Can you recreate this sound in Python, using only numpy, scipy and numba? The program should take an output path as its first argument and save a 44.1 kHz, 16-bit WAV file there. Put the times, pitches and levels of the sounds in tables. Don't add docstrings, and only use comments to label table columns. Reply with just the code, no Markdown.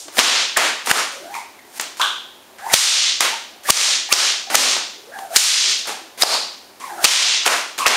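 import sys
import numpy as np
from scipy import signal
from scipy.fft import rfft, irfft
from scipy.io import wavfile
from numba import njit

SR = 44100
rng = np.random.default_rng(int(sys.argv[2]) if len(sys.argv) > 2 else 0)


def transcribe(u):
    v = np.clip(np.atleast_2d(u).T, -1, 1)
    q = np.round(v * 32767).astype(np.int16)
    wavfile.write(sys.argv[1], SR, q)


def gain_from_decibels(decibels):
    exponent = np.asarray(decibels, float) / 20
    return 10 ** exponent


N = 351191

SHARPNESS, THIN_SHARPNESS = 5.5, 4.5
CRACK_LIFT_DB = 6.5


def evened(x):
    return x / np.sqrt(np.mean(abs(x) ** 2) + 1e-20)


def read(points, hz):
    f, value = np.transpose(points)
    return np.interp(np.log(hz + 1), np.log(f + 1), value)


def add(mix, start_s, sound):
    part = mix[round(start_s * SR):][:len(sound)]
    part += sound[:len(part)]


def coloured_noise(size, points):
    spectrum = rfft(rng.standard_normal(size))
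    gain_db = read(points, np.fft.rfftfreq(size, 1 / SR))
    return evened(irfft(spectrum * gain_from_decibels(gain_db), size))


def hum():
    # f/Hz, level/dB
    hum_spectrum = [(15, -70), (25, -66), (86, -30), (119, -38), (210, -5), (360, -3), (400, -1), (446, -6),
                    (539, -3.5), (829, -2.5), (1270, -8.5), (4280, -14.5), (15600, -20.5)]
    return gain_from_decibels(-46.5) * coloured_noise(N, hum_spectrum)


def hall():
    # f/Hz, t60/s
    hall_t60 = [(250, 0.48), (700, 0.48), (1600, 0.52), (3500, 0.65), (6500, 0.56), (10000, 0.41),
                (15000, 0.3)]
    size = 36864
    strong = rng.random(size) < 300 / SR
    taps = rng.standard_normal(size) * (1 + 2.5 * strong)
    hz, t, z = signal.stft(taps, SR, nperseg=256)
    t60_s = np.maximum(read(hall_t60, hz), .05)[:, None]
    tail = signal.istft(z * gain_from_decibels(-60 * t / t60_s), SR, nperseg=256)[1][:size]
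    t = np.arange(size) / SR
    tail *= 1 - np.exp(-np.maximum(t - .004, 0) / 0.0016)
    return tail / np.sqrt(np.mean(tail[882:2205] ** 2))


def snap(shock_db, echo_db, tilt_db, band_hz, lift_db):
    # f/Hz, level/dB
    shock_spectrum = [(88, -59), (150, -23.5), (175, -22.5), (230, -12.5), (710, -2.5), (767, -3.5),
                      (1130, -1.5), (5570, -4), (8380, -6.5), (15600, -22)]
    path = hall()
    size = len(path)
    hz = np.fft.rfftfreq(size, 1 / SR)
    octaves = np.log2(hz / 2500 + 0.011)
    width_hz = (3500 + 1.04 * band_hz) / (abs(lift_db) - 4.5)
    band_db = lift_db * np.exp(-.5 * ((hz - band_hz) / width_hz) ** 2)
    base_db = read(shock_spectrum, hz) + tilt_db * octaves

    t = np.arange(-441, 882) / SR
    shape = np.where(t < 0, 0.097 * np.exp(t / 0.0026), np.exp(-(t / 0.0053) ** 2))
    burst = rng.standard_normal(len(t)) * shape
    direct_db = np.maximum(base_db, -20.) + 0.067 * octaves + 0.85 * band_db
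    direct = gain_from_decibels(shock_db) * rfft(burst, size) * evened(gain_from_decibels(direct_db))
    echo = gain_from_decibels(echo_db) * rfft(np.roll(path, 441)) * evened(gain_from_decibels(base_db + band_db))
    return irfft(direct + echo, size)


def earlier_crack():
    # t/s, shock/dB, echo/dB, tilt/(dB/octave), favoured band f/Hz
    past_crack = (-0.19, 0.3, -15.5, 10.5, 6500)
    s, *row = past_crack
    return snap(*row, CRACK_LIFT_DB)[round(-s * SR):]


def whistle(hz, sharpness):
    r = np.exp(-np.pi * np.mean(hz) / sharpness / SR)
    noise = rng.standard_normal((len(hz) + 900, 2)) @ [1, 1j]
    slow = signal.lfilter([1], np.convolve([1, -r], [1, -r]), noise)[900:]
    carrier = np.exp(2j * np.pi * np.cumsum(hz) / SR)
    return evened((slow * carrier).real)


def lone_whistle(start_s, length_s, top_db, first_hz, last_hz, sharpness):
    u = np.linspace(0, 1, round(length_s * SR))
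    swell = np.sin(np.pi / 2 * np.interp(u, [0, 0.32, 1], [0, 1, 0])) ** 2
    return start_s, gain_from_decibels(top_db) * swell * whistle(first_hz + (last_hz - first_hz) * u, sharpness)


def thong_whistles():
    # start t/s, length/s, top level/dB, first f/Hz, last f/Hz
    whistle_rows = [(0.047, 0.063, -49, 322, 310), (0.137, 0.036, -46, 1500, 1580),
                    (0.145, .03, -55, 360, 370), (1.184, .13, -44, 368, 310), (2.661, 0.03, -25, 908, 885),
                    (2.66, 0.062, -46, 345, 374), (3.311, 0.073, -33, 900, 876),
                    (3.641, 0.067, -33.5, 1650, 2170), (3.684, 0.024, -17.5, 1070, 1150),
                    (4.466, 0.04, -38, 720, 730), (5.639, .1, -45, 414, 400),
                    (5.841, 0.22, -40.5, 815, 802), (5.99, .11, -49, 349, 320),
                    (7.784, 0.086, -23, 1177, 1052), (0.561, 0.018, -16, 1682, 1690),
                    (6.877, 0.23, -48, 369, 328.3)]
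    return [lone_whistle(*row, SHARPNESS) for row in whistle_rows]


def slaps():
    # t/s, shock/dB, echo/dB, favoured band f/Hz
    slap_rows = [(.082, -30.5, -46, 2520), (.170, -22, -34, 3500), (.183, -8, -10.5, 1800),
                 (.872, -18.5, -28.5, 1200), (3.687, -19, -42, 1100), (3.698, -9, -20, 1000),
                 (4.500, -22, -27, 790), (4.545, -7, -10.5, 600), (5.188, -29, -51, 900),
                 (5.643, -22, -40.5, 500), (5.871, -28, -29.5, 607), (4.765, -20, -33.5, 400),
                 (6.178, -32, -37.5, 1750), (6.799, -44, -43, 2000), (7.781, -24, -34, 1210)]
    tilt_db, lift_db = -2.5, 3
    return [(s, db, echo_db, tilt_db, hz, lift_db) for s, db, echo_db, hz in slap_rows]


def swing(level_db, hz, thin_db, hiss_db):
    # f/Hz, level/dB
    hiss_spectrum = [(300, -11.5), (1500, -1), (4000, -1.5), (9000, 0.5), (16000, -8)]
    thick = whistle(hz, SHARPNESS)
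    thin = gain_from_decibels(thin_db) * whistle(2.1 * hz, THIN_SHARPNESS)
    hiss = gain_from_decibels(hiss_db) * coloured_noise(len(hz), hiss_spectrum)
    return gain_from_decibels(level_db) * (thick + thin + hiss) * signal.windows.tukey(len(hz), .08)


def rushes():
    # end t/s, length/s, last level/dB, last f/Hz, hiss re whistle/dB
    rush_rows = [(0.186, 0.064, -34, 850, 14.5), (0.912, 0.069, -21.5, 1255, 3),
                 (1.788, .13, -46.5, 940, 13.5), (2.739, 0.059, -21.5, 950, 6),
                 (3.702, .07, -28.5, 887, 12.5), (4.13, .04, -13, 1382, -2), (4.552, 0.054, -20.5, 1101, 4),
                 (5.36, 0.056, -27.5, 950, 7), (6.223, 0.049, -29, 1022, 13.5),
                 (7.047, .045, -27.5, 854, 11.5), (7.461, .02, -17.5, 1510, -3),
                 (7.863, 0.017, -10, 1299, -17)]
    rise_db, slow_share, thin_db = 26.5, .6, -0.5
    sounds = []
    for end_s, length_s, last_db, last_hz, hiss_db in rush_rows:
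        speed = np.linspace(0, 1, round(length_s * SR)) ** 1.6
        hz = last_hz * (slow_share + (1 - slow_share) * speed)
        level_db = last_db - rise_db * (1 - speed)
        sounds.append((end_s - length_s, swing(level_db, hz, thin_db, hiss_db)))
    return sounds


def cracks():
    # t/s, shock/dB, echo/dB, tilt/(dB/octave), favoured band f/Hz
    crack_rows = [
        (.190, 1.5, 2, 1, 3160),
        (1.797, -16.5, -30, -1, 5030),
        (2.740, 23.5, 16, 3.5, 4500),
        (3.206, -5.5, -15.5, 1.5, 1030),
        (3.704, 22.5, 4.5, 2.5, 5400),
        (4.126, 7, -4, 1.5, 4360),
        (4.553, 11.5, -2.5, 3, 4570),
        (5.361, 6, 16.5, 4.5, 4470),
        (7.043, 3, 12, 2.5, 3940),
        (7.865, 2, -1, 0, 1490),
    ]
    return [(*row, CRACK_LIFT_DB) for row in crack_rows]


def kicks():
    # t/s, level/dB
    kick_rows = [
        (.190, -28),
        (.913, -35),
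        (2.740, -27),
        (3.703, -19),
        (7.865, -32),
    ]
    out, t = np.zeros(N), np.arange(0, .03, 1 / SR)
    peak_s = .0012
    for s, db in kick_rows:
        add(out, s, gain_from_decibels(db) * t / peak_s * np.exp(1 - t / peak_s))
    return out


def flicks():
    # t/s, shock/dB, echo/dB, band f/Hz, lift/dB
    flick_rows = [(.896, -13, -19, 1280, 18), (0.899, -13, -42, 2690, 30), (1.341, -25, -37, 2247, 23),
                  (1.351, -25, -36, 970, 20), (1.591, -37, -54, 1970, 26), (1.997, -15.5, -21.5, 1130, 20),
                  (2.004, -39, -25, 1540, 31), (2.014, -11, -21.5, 3400, 17.5),
                  (2.584, -33.5, -42, 1590, 14), (5.855, -31, -39, 800, 9), (6.222, 3, -11.5, 4600, 15.5),
                  (7.788, -19, -38, 2747, 11), (.913, 3.5, -15, 1070, 8), (.567, -19, -9.5, 1370, 8),
                  (6.229, 3.5, -35, 5150, 27), (7.462, -6, -13, 1104, 9.5)]
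    tilt_db = 0.3
    return [(s, db, echo_db, tilt_db, hz, lift_db) for s, db, echo_db, hz, lift_db in flick_rows]


def rebounds():
    # t/s, shock/dB, tilt/(dB/octave), favoured band f/Hz
    rebound_rows = [
        (0.571, -6.5, 14, 7200),
        (1.81, -17, 16, 7250),
        (4.136, 8, 1, 5500),
        (5.369, 1, 11, 3520),
        (6.234, 7, 0.5, 730),
        (7.055, 20, 0, 3040),
        (7.063, -1, -5, 1000),
        (7.477, -3.5, 1.5, 2540),
        (4.141, -7, 2, 5000),
        (7.879, 6.5, 4, 5850),
    ]
    echo_re_shock_db, lift_db = -21, 13.5
    return [(s, db, db + echo_re_shock_db, tilt_db, hz, lift_db) for s, db, tilt_db, hz in rebound_rows]


def ticks():
    # t/s, shock/dB
    tick_rows = [(1.12, -36), (1.76, -47), (1.97, -33.5), (5.685, -29), (5.775, -35), (5.872, -25.5),
                 (7.560, -27), (7.779, -23.5), (7.788, -26.5), (.913, -12), (.857, -34), (7.463, -16),
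                 (0.86, -21), (4.503, -26.5), (5.35, -35), (5.2, -52), (1.36, -36), (6.222, -8),
                 (6.80, -38), (6.86, -55)]
    echo_re_shock_db, tilt_db, band_hz, lift_db = -6.5, 1, 11500, 7.5
    return [(s, db, db + echo_re_shock_db, tilt_db, band_hz, lift_db) for s, db in tick_rows]


def windups():
    # t/s, whistle/dB, whistle f/Hz
    windup_tables = [
        [(1.1, -50, 527), (1.2, -44.5, 551), (1.264, -41, 702), (1.298, -41.5, 730), (1.35, -32, 950),
         (1.45, -53, 820)],
        [(2.59, -53, 800), (2.61, -44, 739), (2.66, -32.5, 841), (2.705, -29.5, 862), (2.738, -31, 787)],
        [(4.97, -56, 408.6), (5.075, -51, 424.4), (5.1, -46, 597), (5.125, -46, 625), (5.142, -40.5, 808),
         (5.212, -35, 806), (5.286, -42.5, 666), (5.35, -29, 695)],
        [(6.80, -46, 1130), (6.848, -34, 1043), (6.898, -35, 858), (6.958, -36, 796), (7.018, -32, 712),
         (7.043, -32, 730)],
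    ]
    thin_db, hiss_db = -12, -9.5
    sounds = []
    for rows in windup_tables:
        s, level_db, hz = np.transpose(rows)
        t = np.arange(s[0], s[-1], 1 / SR)
        sound = swing(np.interp(t, s, level_db), np.interp(t, s, hz), thin_db, hiss_db)
        sounds.append((s[0], sound))
    return sounds


def thin_whistles():
    # start t/s, length/s, top level/dB, first f/Hz, last f/Hz
    thin_rows = [
        (2.608, 0.1, -44, 1600, 1790),
        (2.683, .055, -32, 1900, 2110),
        (5.102, 0.14, -40, 1717, 1500),
        (6.79, 0.14, -46, 2150, 1995),
        (6.878, 0.093, -42.5, 1650, 1430),
        (6.964, 0.097, -36, 1340, 1550),
        (7.796, 0.082, -31, 2700, 2500),
    ]
    return [lone_whistle(*row, THIN_SHARPNESS) for row in thin_rows]


def scene():
    swings, shocks = np.zeros(N), np.zeros(N)
    for start_s, sound in thong_whistles() + rushes() + windups() + thin_whistles():
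        add(swings, start_s, sound)
    path = hall()
    echo = signal.fftconvolve(swings, path / np.linalg.norm(path))[:N]
    swings = gain_from_decibels(2.5) * swings + gain_from_decibels(-5) * echo

    add(shocks, 0, earlier_crack())
    for s, *row in slaps() + cracks() + flicks() + rebounds() + ticks():
        add(shocks, s - .01, snap(*row))
    return (swings + shocks + hum())[None]


@njit
def follow(over_db, fall, rise_db):
    loss, now = np.zeros_like(over_db), 0.
    for i in range(len(over_db)):
        if over_db[i] > now:
            now = now + (over_db[i] - now) * fall
        else:
            now = max(now - rise_db, 0.)
        loss[i] = now
    return loss


def gain_control(x):
    smooth = 1 / (0.0062 * SR)
    power_db = 10 * np.log10(signal.lfilter([smooth], [1, smooth - 1], x ** 2) + 1e-12)
    loss_db = follow(np.maximum(power_db + 15.5, 0), 1 / (0.0016 * SR), 190. 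/ SR)
    return x / gain_from_decibels(1.003 * loss_db)


def self_noise():
    # f/Hz, level/dB
    noise_spectrum = [(20, -14), (90, 6.5), (200, 1.5), (400, -19), (16000, -36)]
    return gain_from_decibels(-69) * coloured_noise(N, noise_spectrum)


def low_pass(x):
    return signal.sosfilt(signal.butter(12, 15750, fs=SR, output="sos"), x)


def record(dry):
    clipped = np.clip(gain_control(dry[0]), -1.05, 1.05)
    thinned = signal.lfilter(*signal.butter(2, 110., "high", fs=SR), clipped)
    noisy = thinned + kicks() + self_noise()
    notched = signal.lfilter(*signal.iirnotch(7870, 45, SR), noisy)
    edge = signal.firwin(511, 15760, window=("kaiser", 9), fs=SR)
    limited = signal.oaconvolve(notched, edge, "same")
    return low_pass(np.clip(limited, -1, 1)[None])


dry = scene()
out = record(dry)
transcribe(out)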